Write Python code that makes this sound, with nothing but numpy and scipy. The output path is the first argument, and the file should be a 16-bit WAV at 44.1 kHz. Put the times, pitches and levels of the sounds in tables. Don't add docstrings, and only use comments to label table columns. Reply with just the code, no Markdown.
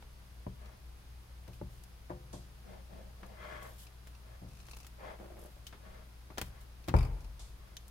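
import sys
import numpy as np
from scipy import signal
from scipy.fft import rfft, irfft
from scipy.io import wavfile
from scipy.ndimage import uniform_filter1d

SR = 44100
rng = np.random.default_rng(int(sys.argv[2]) if len(sys.argv) > 2 else 0)


def bounce(signal):
    frames = np.transpose(np.atleast_2d(signal))
    limited = np.clip(frames, -1, 1)
    pcm = np.round(limited * 32767).astype(np.int16)
    wavfile.write(sys.argv[1], SR, pcm)


N = 348654
TIME = np.arange(N) / SR
RING_TIME = TIME[:SR]

# start in seconds,
# level in dB, low and high corner in Hz, T60 in seconds.
CLICKS = [(0.025, -53.5, 280, 3000, 0.033), (1.479, -58.5, 100, 12000, .05),
          (1.837, -55, 4400, 15000, 0.044), (3.2318, -44, 410, 1500, 0.097),
          (4.072, -58, 100, 12000, 0.089), (4.685, -55, 150, 6000, 0.046),
          (4.769, -54.5, 150, 18000, 0.037), (4.847, -56.5, 360, 7000, 0.065),
          (4.867, -54, 1500, 20000, 0.059), (5.668, -46, 3040, 7000, 0.095), (5.727, -51.5, 375, 3000, .18),
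          (6.303, -46.5, 340, 1200, .11), (6.3749, -44.5, 100, 3000, 0.026),
          (6.382, -36.5, 230, 7200, .056), (6.4148, -38, 332, 12000, 0.048), (6.878, -55, 100, 10000, .09),
          (6.8846, -41, 320, 6600, 0.067), (6.892, -34, 1300, 1900, 0.067), (7.768, -38, 3930, 4870, 0.023),
          (7.881, -54.5, 7000, 20000, .04)]
CLICK_EDGES_HZ = [150, 700, 2200, 7000, 15500]
# start in seconds, level before trim in dB,
# brightness in dB.
HARD_CATCHES = [(0.657, -48, -28), (1.531, -49, -34), (3.261, -49, -14), (3.6274, -43, -3),
                (3.8666, -43, -27), (4.149, -48, -30), (4.6006, -45, -23), (4.7108, -39.5, -19),
                (4.7328, -38.5, -35), (4.801, -42, -20), (6.8399, -47, -32), (7.2055, -49, -18),
                (7.2433, -48.5, -21)]
# start and length in seconds, level before trim in dB,
# brightness in dB.
PULLS = [(4.486, .17, -51, -20), (4.666, .17, -47, -17), (5.391, .08, -48, 1)]
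# frequency in Hz, gain in dB.
CATCH_EQ = [(500, 0), (1300, 1.5), (1900, -16), (2600, 7), (3200, -11), (4100, 1.5), (4700, -0.5),
            (5700, 3), (7500, -2), (11000, 0), (15500, -11)]
# start and length in seconds, level in dB.
SCRAPES = [(1.527, 0.065, -65.5), (1.69, .17, -68), (3.594, 0.28, -61.5), (3.779, 0.1, -58),
           (4.658, 0.18, -69), (5.37, 0.27, -68), (6.43, 0.089, -62), (6.603, 0.039, -61.5)]
# frequency in Hz, gain in dB.
SCRAPE_EQ = [(1500, -36), (3000, 2), (5500, -2), (7500, -2.5), (11000, 2), (15500, -4)]
# start in seconds, level in dB.
JAW_STOPS = [(5.667, -50.5), (7.769, -52)]
# start in seconds, level before trim in dB.
TWANGS = [(2.329, -49), (7.394, -48.5)]
# frequency and width in Hz, gain in dB.
JAW_RESONANCES = [(3090, 92, 1), (3620, 140, 4), (4200, 69, -23), (6100, 79, -1), (6360, 60, -14)]
SPRING_RESONANCES = [(3540, 53, 11), (3800, 86, -5), (4770, 54, -40), (5800, 51, 19), (7490, 84, -1.5),
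                     (8000, 100, -18), (8150, 21, -18), (9400, 110, -7), (11300, 260, 1)]
PART_RESONANCES = [(2340, 260, 0), (2660, 200, -4), (3760, 250, -10), (4550, 250, -7), (5050, 250, -1),
                   (11200, 500, -11)]
# start in seconds, level in dB, bass offset in dB,
# corner in Hz (higher for a harder contact), ring time as a multiple of the usual.
KNOCKS = [(0.4662, -35.5, -9, 354, 0.64), (1.483, -48, -8, 350, 1.2), (1.6138, -36.5, -11, 360, 0.77),
          (2.098, -51, -20, 1900, 1.9), (2.104, -43.5, -10.5, 970, 1.3), (2.3348, -43.5, -17, 554, 1.6),
          (2.929, -57.5, -2.5, 450, 2.5), (4.418, -46.5, -12.5, 350, 1.96), (5.190, -58, -14, 800, 1.7),
          (5.565, -61.5, 0, 900, 0.8), (6.416, -51.5, 3.5, 650, 1.25), (6.882, -31, -14, 300, 0.9),
          (6.916, -34, -15, 172, 0.6), (6.9405, -27.5, 3.5, 1140, 0.81)]
KNOCK_EDGES_HZ = [30, 150, 500, 1200, 3000]
# frequency in Hz, gain in dB, T60 in seconds before damping.
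COUNTER_MODES = [(41.85, 4.5, 1.12), (49, -9.5, 3.4), (54.6, -36, 0.61), (71.1, 10.5, 0.39),
                 (116.5, 4.5, 0.41), (138.5, -2.5, 0.78), (183.8, 2, 0.3), (195, -16.5, 0.77),
                 (231.3, -13.5, 0.45), (286, -8.5, 0.18), (355.7, -4.5, 0.21), (427, -15, 0.46),
                 (513, -10.5, 0.39), (593, 3.5, 0.13), (676, -6, 0.22), (757, -8.5, 0.26), (897, -21, 0.27),
                 (930, -32, 0.13), (1094, -30, 0.14), (1076, -13, 0.14), (1370, -11, 0.16),
                 (1415, -26, 0.18), (1650, -26, .25), (1770, -18, 0.26)]
# start and length in seconds, share spent speeding up,
# level in dB, hiss offset in dB, drone offset in dB.
SLIDES = [(0.535, 0.28, 0.4, -65, 0, -5), (2.62, 0.25, 0.4, -58.5, -6.5, 2),
          (2.878, 0.31, 0.17, -61, -8, 4), (3.14, 0.27, .6, -62, -6.5, 2),
          (3.32, 0.46, 0.36, -52.5, 4, -17.5), (3.6, 0.17, 0.37, -59.5, -25, -4),
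          (4.2, 0.21, 0.69, -68, 2, 2), (4.958, 0.23, 0.52, -49, -3, -18),
          (5.78, 0.32, 0.31, -61.5, 0.5, -3), (6.482, 0.19, .5, -70, 4.5, -6),
          (7.53, 0.39, 0.3, -73.5, 3, -15)]
# frequency and width
# in Hz, gain in dB.
RUB_RESONANCES = [(596, 17, 8), (1120, 11, 6.5), (1434, 16, -22), (1684, 57, -3), (2030, 72, -1),
                  (2350, 56, -9), (3200, 69, -11)]
DRONE_RESONANCES = [(123, 11, -1), (193, 13, 3.5), (349.5, 13.6, -9), (530, 14, -6), (619, 12, -6)]
# time in seconds, level in dB.
JUDDER_CURVE = [(5.185, -54.5), (5.26, -52.5), (5.285, -62), (5.315, -52), (5.36, -59), (5.40, -54.5),
                (5.46, -55), (5.50, -68)]
# frequency in Hz, gain in dB.
THUD_EQ = [(30, -9), (70, -11.5), (150, -3), (280, -6), (480, -4.5), (880, 0), (1300, -13), (1800, -20.5),
           (3000, -37), (7000, -43.5), (15000, -59)]
DRAG_EQ = [(100, -18), (190, -9), (270, -14.5), (350, -5.5), (450, -1.5), (580, 0.5), (720, -5),
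           (850, -3.5), (1150, -11), (1800, -36.5), (4000, -68)]
SWISH_EQ = [(500, -16.5), (1100, 7.5), (1700, 5.5), (2300, -3.5), (2800, -11), (3300, -6.5), (4000, -21),
            (5000, -21.5), (8000, -37), (15000, -35)]
JUDDER_EQ = [(120, -21), (200, 5), (270, -13), (330, 4), (430, -4.5), (600, 1), (800, -9.5), (1100, -14.5),
             (2000, -21.5), (5000, -37)]
# frequency in Hz, relative level in dB.
HUM_PARTIALS = [(59.2, -0.5), (120, -14), (188.4, -21.5)]
# frequency in Hz, level in dB.
WHINE_PARTIALS = [(4732, -87.5), (5060, -92.5), (5222, -91), (6363, -91), (6530, -90.5)]
# frequency in Hz, gain in dB.
ROOM_TONE_EQ = [(20, 26), (40, 23.5), (90, 19.5), (130, 16.5), (170, 9.5), (250, 5), (500, 2), (1100, 0),
                (2000, -4), (5000, -7.5), (7500, -14), (10500, -10), (13000, -12.5), (16000, -16.5)]


def dry_clicks(tail_db=-21, tail_t60=0.29, steepness=3.9):
    out, hz = np.zeros((2, N)), centres(CLICK_EDGES_HZ)
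    for start, db, low_hz, high_hz, t60 in CLICKS:
        band_db = db + rolloff(low_hz / hz, steepness) + rolloff(hz / high_hz, steepness)
        tail = eq(stereo_noise(SR, split_hz=1300) * decay(tail_t60), [(6000, 4), (13000, -28)])
        crack = impact(t60, direct_db=-7) + amp(tail_db) * tail / np.linalg.norm(tail[0])
        add(out, start, shape_attack(crack, CLICK_EDGES_HZ, band_db, length_s=0.0032))
    return out * pan(db=3)


def blade_catches(trim_db=-14, neutral_brightness_db=-15, rise_s=0.00057):
    out = np.zeros((2, N))
    for start, db, brightness_db in HARD_CATCHES + light_catches():
        scratch = stereo_noise(SR, split_hz=820) * decay(t60=0.056) * fade_in(rise_s)
        shelf = [(4000, 0), (10000, brightness_db - neutral_brightness_db)]
        tick = eq(eq(scratch, CATCH_EQ), shelf)
        add(out, start, amp(db + trim_db) * unit_attack(tick))
    return out * pan(db=2.5)


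def light_catches(per_s=47, jitter=0.18, spread_db=0.5):
    rows = []
    for start, length_s, db, brightness_db in PULLS:
        at = start
        for gap, size in rng.standard_normal((16, 2)):
            if at < start + length_s:
                rows.append((at, db + spread_db * size, brightness_db))
            at += np.exp(jitter * gap) / per_s
    return rows


def insulation_scrapes(hiss_db=1):
    pull = sum(amp(db) * swell(start, length_s, peak_share=0.19) for start, length_s, db in SCRAPES)
    rasp = unit(convolve(grains(per_s=1300, spread_db=5), impact(t60=0.025, direct_db=-4)))
    hiss = amp(hiss_db) * stereo_noise(N, split_hz=800)
    return pull * unit(eq(rasp + hiss, SCRAPE_EQ))


def jaw_stops():
    out = np.zeros((2, N))
    for start, db in JAW_STOPS:
        ring = convolve(impact(t60=0.038, direct_db=-12), ring_out(JAW_RESONANCES))
        add(out, start, amp(db) * unit_attack(ring))
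    return out


def spring_twangs(t60=0.41, ring_db=-12, trim_db=-5):
    out = np.zeros((2, N))
    fizz_eq = [(200, 7), (800, 9), (2000, -5), (4000, 5.5), (8000, 3.5), (11500, -2.5), (15000, -31)]
    for start, db in TWANGS:
        chatter = stereo_noise(SR, split_hz=810) * decay(t60)
        ring = unit_attack(convolve(chatter, ring_out(SPRING_RESONANCES)), length_s=0.012)
        fizz = unit_attack(eq(chatter, fizz_eq))
        add(out, start, amp(db + trim_db) * (fizz + amp(ring_db) * ring))
    return out


def counter_knocks(thud_db=1, thud_t60=0.083, steepness=3.6, max_cycles=190):
    out = np.zeros((2, N))
    damped = [(hz, db, min(t60, max_cycles / hz)) for hz, db, t60 in COUNTER_MODES]
    for start, db, bass_db, corner_hz, ring_scale in KNOCKS:
        band_db = db + np.r_[bass_db, rolloff(centres(KNOCK_EDGES_HZ)[1:] / corner_hz, steepness)]
        blow = impact(thud_t60 * ring_scale, direct_db=-3, split_hz=860, lag_s=0.00052)
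        thud = amp(thud_db) * unit_attack(eq(blow, THUD_EQ)) / ring_scale
        body = unit_attack(modes([(hz, mode_db, t60 * ring_scale) for hz, mode_db, t60 in damped]))
        add(out, start, -shape_attack(body + thud, KNOCK_EDGES_HZ, band_db, length_s=0.0156))
    return out * pan(db=2.5)


def counter_shake(sway_db=-35, sway_t60=1.0, buzz_db=-42, buzz_t60=0.73):
    out = np.zeros((2, N))
    start = max(KNOCKS, key=lambda knock: knock[1])[0]
    sway_eq = [(18, -25), (30, 11), (42, 0), (55, 2), (75, 9), (130, -12), (220, -15), (500, -55)]
    buzz_eq = [(120, -7), (300, 2.5), (600, -2.5), (900, -2), (1200, -12), (1600, -18),
               (2400, -13), (4000, -33)]
    sway = amp(sway_db) * unit(eq(stereo_noise(SR, split_hz=660), sway_eq)) * decay(sway_t60)
    buzz = amp(buzz_db) * unit(eq(stereo_noise(SR, split_hz=1200), buzz_eq)) * decay(buzz_t60)
    add(out, start, (sway + buzz) * fade_in(rise_s=0.005))
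    return out * pan(db=1)


def parts_rattle(start_s=6.9645, swing_s=0.0213, hops=5, first_db=-45, loss_db=1.9, ring_db=-4):
    out = np.zeros((2, N))
    clatter_eq = [(300, -8), (1000, 11.5), (2400, -12), (5000, -10), (7500, -12), (11000, -9.5),
                  (15500, -26)]
    for hop in range(hops):
        touches = impact(t60=0.069, direct_db=-25)
        clatter = unit_attack(eq(touches, clatter_eq))
        ring = unit_attack(convolve(touches, ring_out(PART_RESONANCES)))
        add(out, start_s + hop * swing_s, amp(first_db - hop * loss_db) * (clatter + amp(ring_db) * ring))
    return out * pan(db=3.5)


def sleeve_slides(swish_db=-2, ring_db=-3.5, flutter_db=1.4, snap_db=-5):
    drag_gain, hiss_gain, drone_gain = 0, 0, 0
    for start, length_s, peak_share, db, hiss_db, drone_db in SLIDES:
        stroke = amp(db) * swell(start, length_s, peak_share, sharpness=1.56)
        drag_gain += stroke
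        hiss_gain += amp(hiss_db) * stroke
        drone_gain += amp(drone_db) * stroke
    snaps = np.array([grains(per_s=1700, spread_db=5.5), grains(per_s=1500, spread_db=2.5)])
    friction = stereo_noise(N, split_hz=360) + amp(snap_db) * snaps
    friction *= amp(flutter_db * drift(per_s=70))
    drag = unit(eq(friction, DRAG_EQ))
    swish = amp(swish_db) * unit(eq(friction[::-1], SWISH_EQ))
    ring = amp(ring_db) * resonate(friction, RUB_RESONANCES)
    drone = resonate(friction, DRONE_RESONANCES)
    return (drag_gain * drag + hiss_gain * (swish + ring) + drone_gain * drone) * pan(db=4)


def hand_judder(per_s=72, jitter=0.35, spread_db=2):
    times, levels_db = np.transpose(JUDDER_CURVE)
    out, at = np.zeros((2, N)), times[0] + 0.0055
    for gap, size in rng.standard_normal((30, 2)):
        tap = eq(impact(t60=0.13, direct_db=-8, split_hz=360), JUDDER_EQ)
        add(out, at, amp(spread_db * size) * unit_attack(tap, length_s=1 / per_s))
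        at += np.exp(jitter * gap) / per_s
    fader = amp(np.interp(TIME, times, levels_db)) * (TIME > times[0]) * (TIME < times[-1])
    return out * uniform_filter1d(fader, size=600) * pan(db=1.5)


def motor_hum(hum_db=-53.5, waver_rad=0.29, beat_hz=63.1, beat_db=-56, dip_s=1.012, half_length_s=0.6):
    t = TIME - dip_s - np.array([[0], [0.00024]])
    hum = sum(amp(db) * np.sin(2 * np.pi * hz * t + waver_rad * drift(per_s=9.9))
              for hz, db in HUM_PARTIALS)
    second_hum = np.exp(-(t / half_length_s) ** 4) * unit(np.sin(2 * np.pi * beat_hz * t))
    return (amp(hum_db) * unit(hum) - amp(beat_db) * second_hum) * pan(db=2.5)


def electronics_whine(waver_rad=2):
    return sum(amp(db) * unit(np.sin(2 * np.pi * hz * TIME + waver_rad * drift(per_s=7.5)))
               for hz, db in WHINE_PARTIALS)


def room_tone(db=-55.5):
    return amp(db) * unit(eq(stereo_noise(N, split_hz=340), ROOM_TONE_EQ)) * pan(db=0.5)


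def room_reverb(x, low_db=-15, low_t60=0.93, high_db=-17, high_t60=0.24, crossover_hz=1800):
    noise = stereo_noise(SR, split_hz=480) * fade_in(rise_s=0.01)
    slow, fast = decay(low_t60), decay(high_t60)
    low = amp(low_db) * butter(noise, crossover_hz, "low") * slow / np.linalg.norm(slow)
    high = amp(high_db) * butter(noise, crossover_hz, "high") * fast / np.linalg.norm(fast)
    return convolve(x, low - high)


def impact(t60, direct_db, split_hz=900, lag_s=0):
    x = stereo_noise(SR, split_hz) * decay(t60)
    x /= np.sqrt(np.sum(x ** 2) / 2)
    x[[0, 1], [0, int(lag_s * SR)]] += amp(direct_db)
    return x


def modes(rows, spread_db=5.5, lag_s=0.00034, detune=0.006):
    out = np.zeros((2, SR))
    t = np.maximum(RING_TIME - np.array([[0], [lag_s]]), 0)
    for k, (hz, db, t60) in enumerate(rows):
        weight, shift = rng.standard_normal(2) * min(hz / 600, 1)
        phase = 2 * np.pi * hz * (1 + detune * shift) * t
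        out += (-1) ** k * amp(db + spread_db * weight) * decay(t60) * np.sin(phase)
    return out


def ring_out(rows):
    return modes([(hz, db, np.log(1000) / (np.pi * width)) for hz, width, db in rows])


def resonate(x, rows):
    return unit(sum(amp(db) * signal.lfilter(*signal.iirpeak(hz, hz / width, fs=SR), x)
                    for hz, width, db in rows))


def grains(per_s, spread_db):
    releases = (rng.random(N) < per_s / SR) * rng.choice([-1, 1], N)
    return unit(releases * amp(spread_db * np.minimum(rng.standard_normal(N), 2)))


def stereo_noise(size, split_hz):
    mid, side = rng.standard_normal((2, size))
    side = butter(side, split_hz, "high", order=1)
    return unit(np.array([mid + side, mid - side]))


def drift(per_s):
    hold = int(SR / per_s)
    steps = np.repeat(rng.standard_normal(N // hold + 1), hold)
    return unit(uniform_filter1d(steps, hold)[:N])


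def swell(start_s, length_s, peak_share, sharpness=1):
    phase = np.interp(TIME, start_s + length_s * np.array([0, peak_share, 1]), [0, np.pi / 2, np.pi])
    return np.sin(phase) ** sharpness * (phase < np.pi)


def decay(t60):
    return np.exp(-np.log(1000) * RING_TIME / t60)


def fade_in(rise_s):
    return 1 - np.exp(-RING_TIME / rise_s)


def shape_attack(x, edges, band_db, length_s):
    bands = [butter(x[:, :int(length_s * SR)], band, "band") for band in zip(edges, edges[1:])]
    have_db = 10 * np.log10(np.mean(np.square(bands), axis=(1, 2)))
    return eq(x, np.c_[centres(edges), band_db - have_db])


def eq(x, points, size=4096):
    hz, db = np.transpose(points)
    bins_hz = np.maximum(np.arange(size // 2 + 1) * SR / size, 1)
    curve_db = np.interp(np.log(bins_hz), np.log(hz), db)
    cepstrum = irfft(np.log(amp(curve_db)))
    cepstrum[1:size // 2] *= 2
    cepstrum[size // 2 + 1:] = 0
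    return convolve(x, irfft(np.exp(rfft(cepstrum))))


def butter(x, hz, kind, order=2):
    return signal.sosfilt(signal.butter(order, hz, kind, fs=SR, output="sos"), x)


def convolve(x, response):
    return signal.fftconvolve(np.atleast_2d(x), np.atleast_2d(response), axes=-1)[:, :x.shape[-1]]


def centres(edges):
    return np.sqrt(np.multiply(edges[:-1], edges[1:]))


def rolloff(ratio, steepness):
    return -10 * np.log10(1 + ratio ** steepness)


def amp(db):
    return 10 ** (np.asarray(db) / 20)


def unit(x):
    return x / np.sqrt(np.mean(x ** 2))


def unit_attack(x, length_s=0.011):
    return x / np.sqrt(np.mean(x[:, :int(length_s * SR)] ** 2))


def pan(db):
    return amp(np.array([[db], [-db]]) / 2)


def add(out, start_s, x):
    i = int(start_s * SR)
    out[..., i:i + x.shape[-1]] += x[..., :N - i]


def scene():
    counter = counter_knocks() + counter_shake() + parts_rattle()
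    snaps = dry_clicks() + jaw_stops() + blade_catches() + spring_twangs()
    rubbing = sleeve_slides() + hand_judder() + insulation_scrapes()
    work = snaps + counter + rubbing
    return work + room_reverb(work) + motor_hum() + electronics_whine() + room_tone()


def record(dry):
    low_cut_hz, high_cut_hz = 22, 15800
    high_cut = signal.ellip(10, 0.2, 70, high_cut_hz, fs=SR, output="sos")
    return signal.sosfilt(high_cut, butter(dry, low_cut_hz, "high"))


dry = scene()
out = record(dry)
bounce(out)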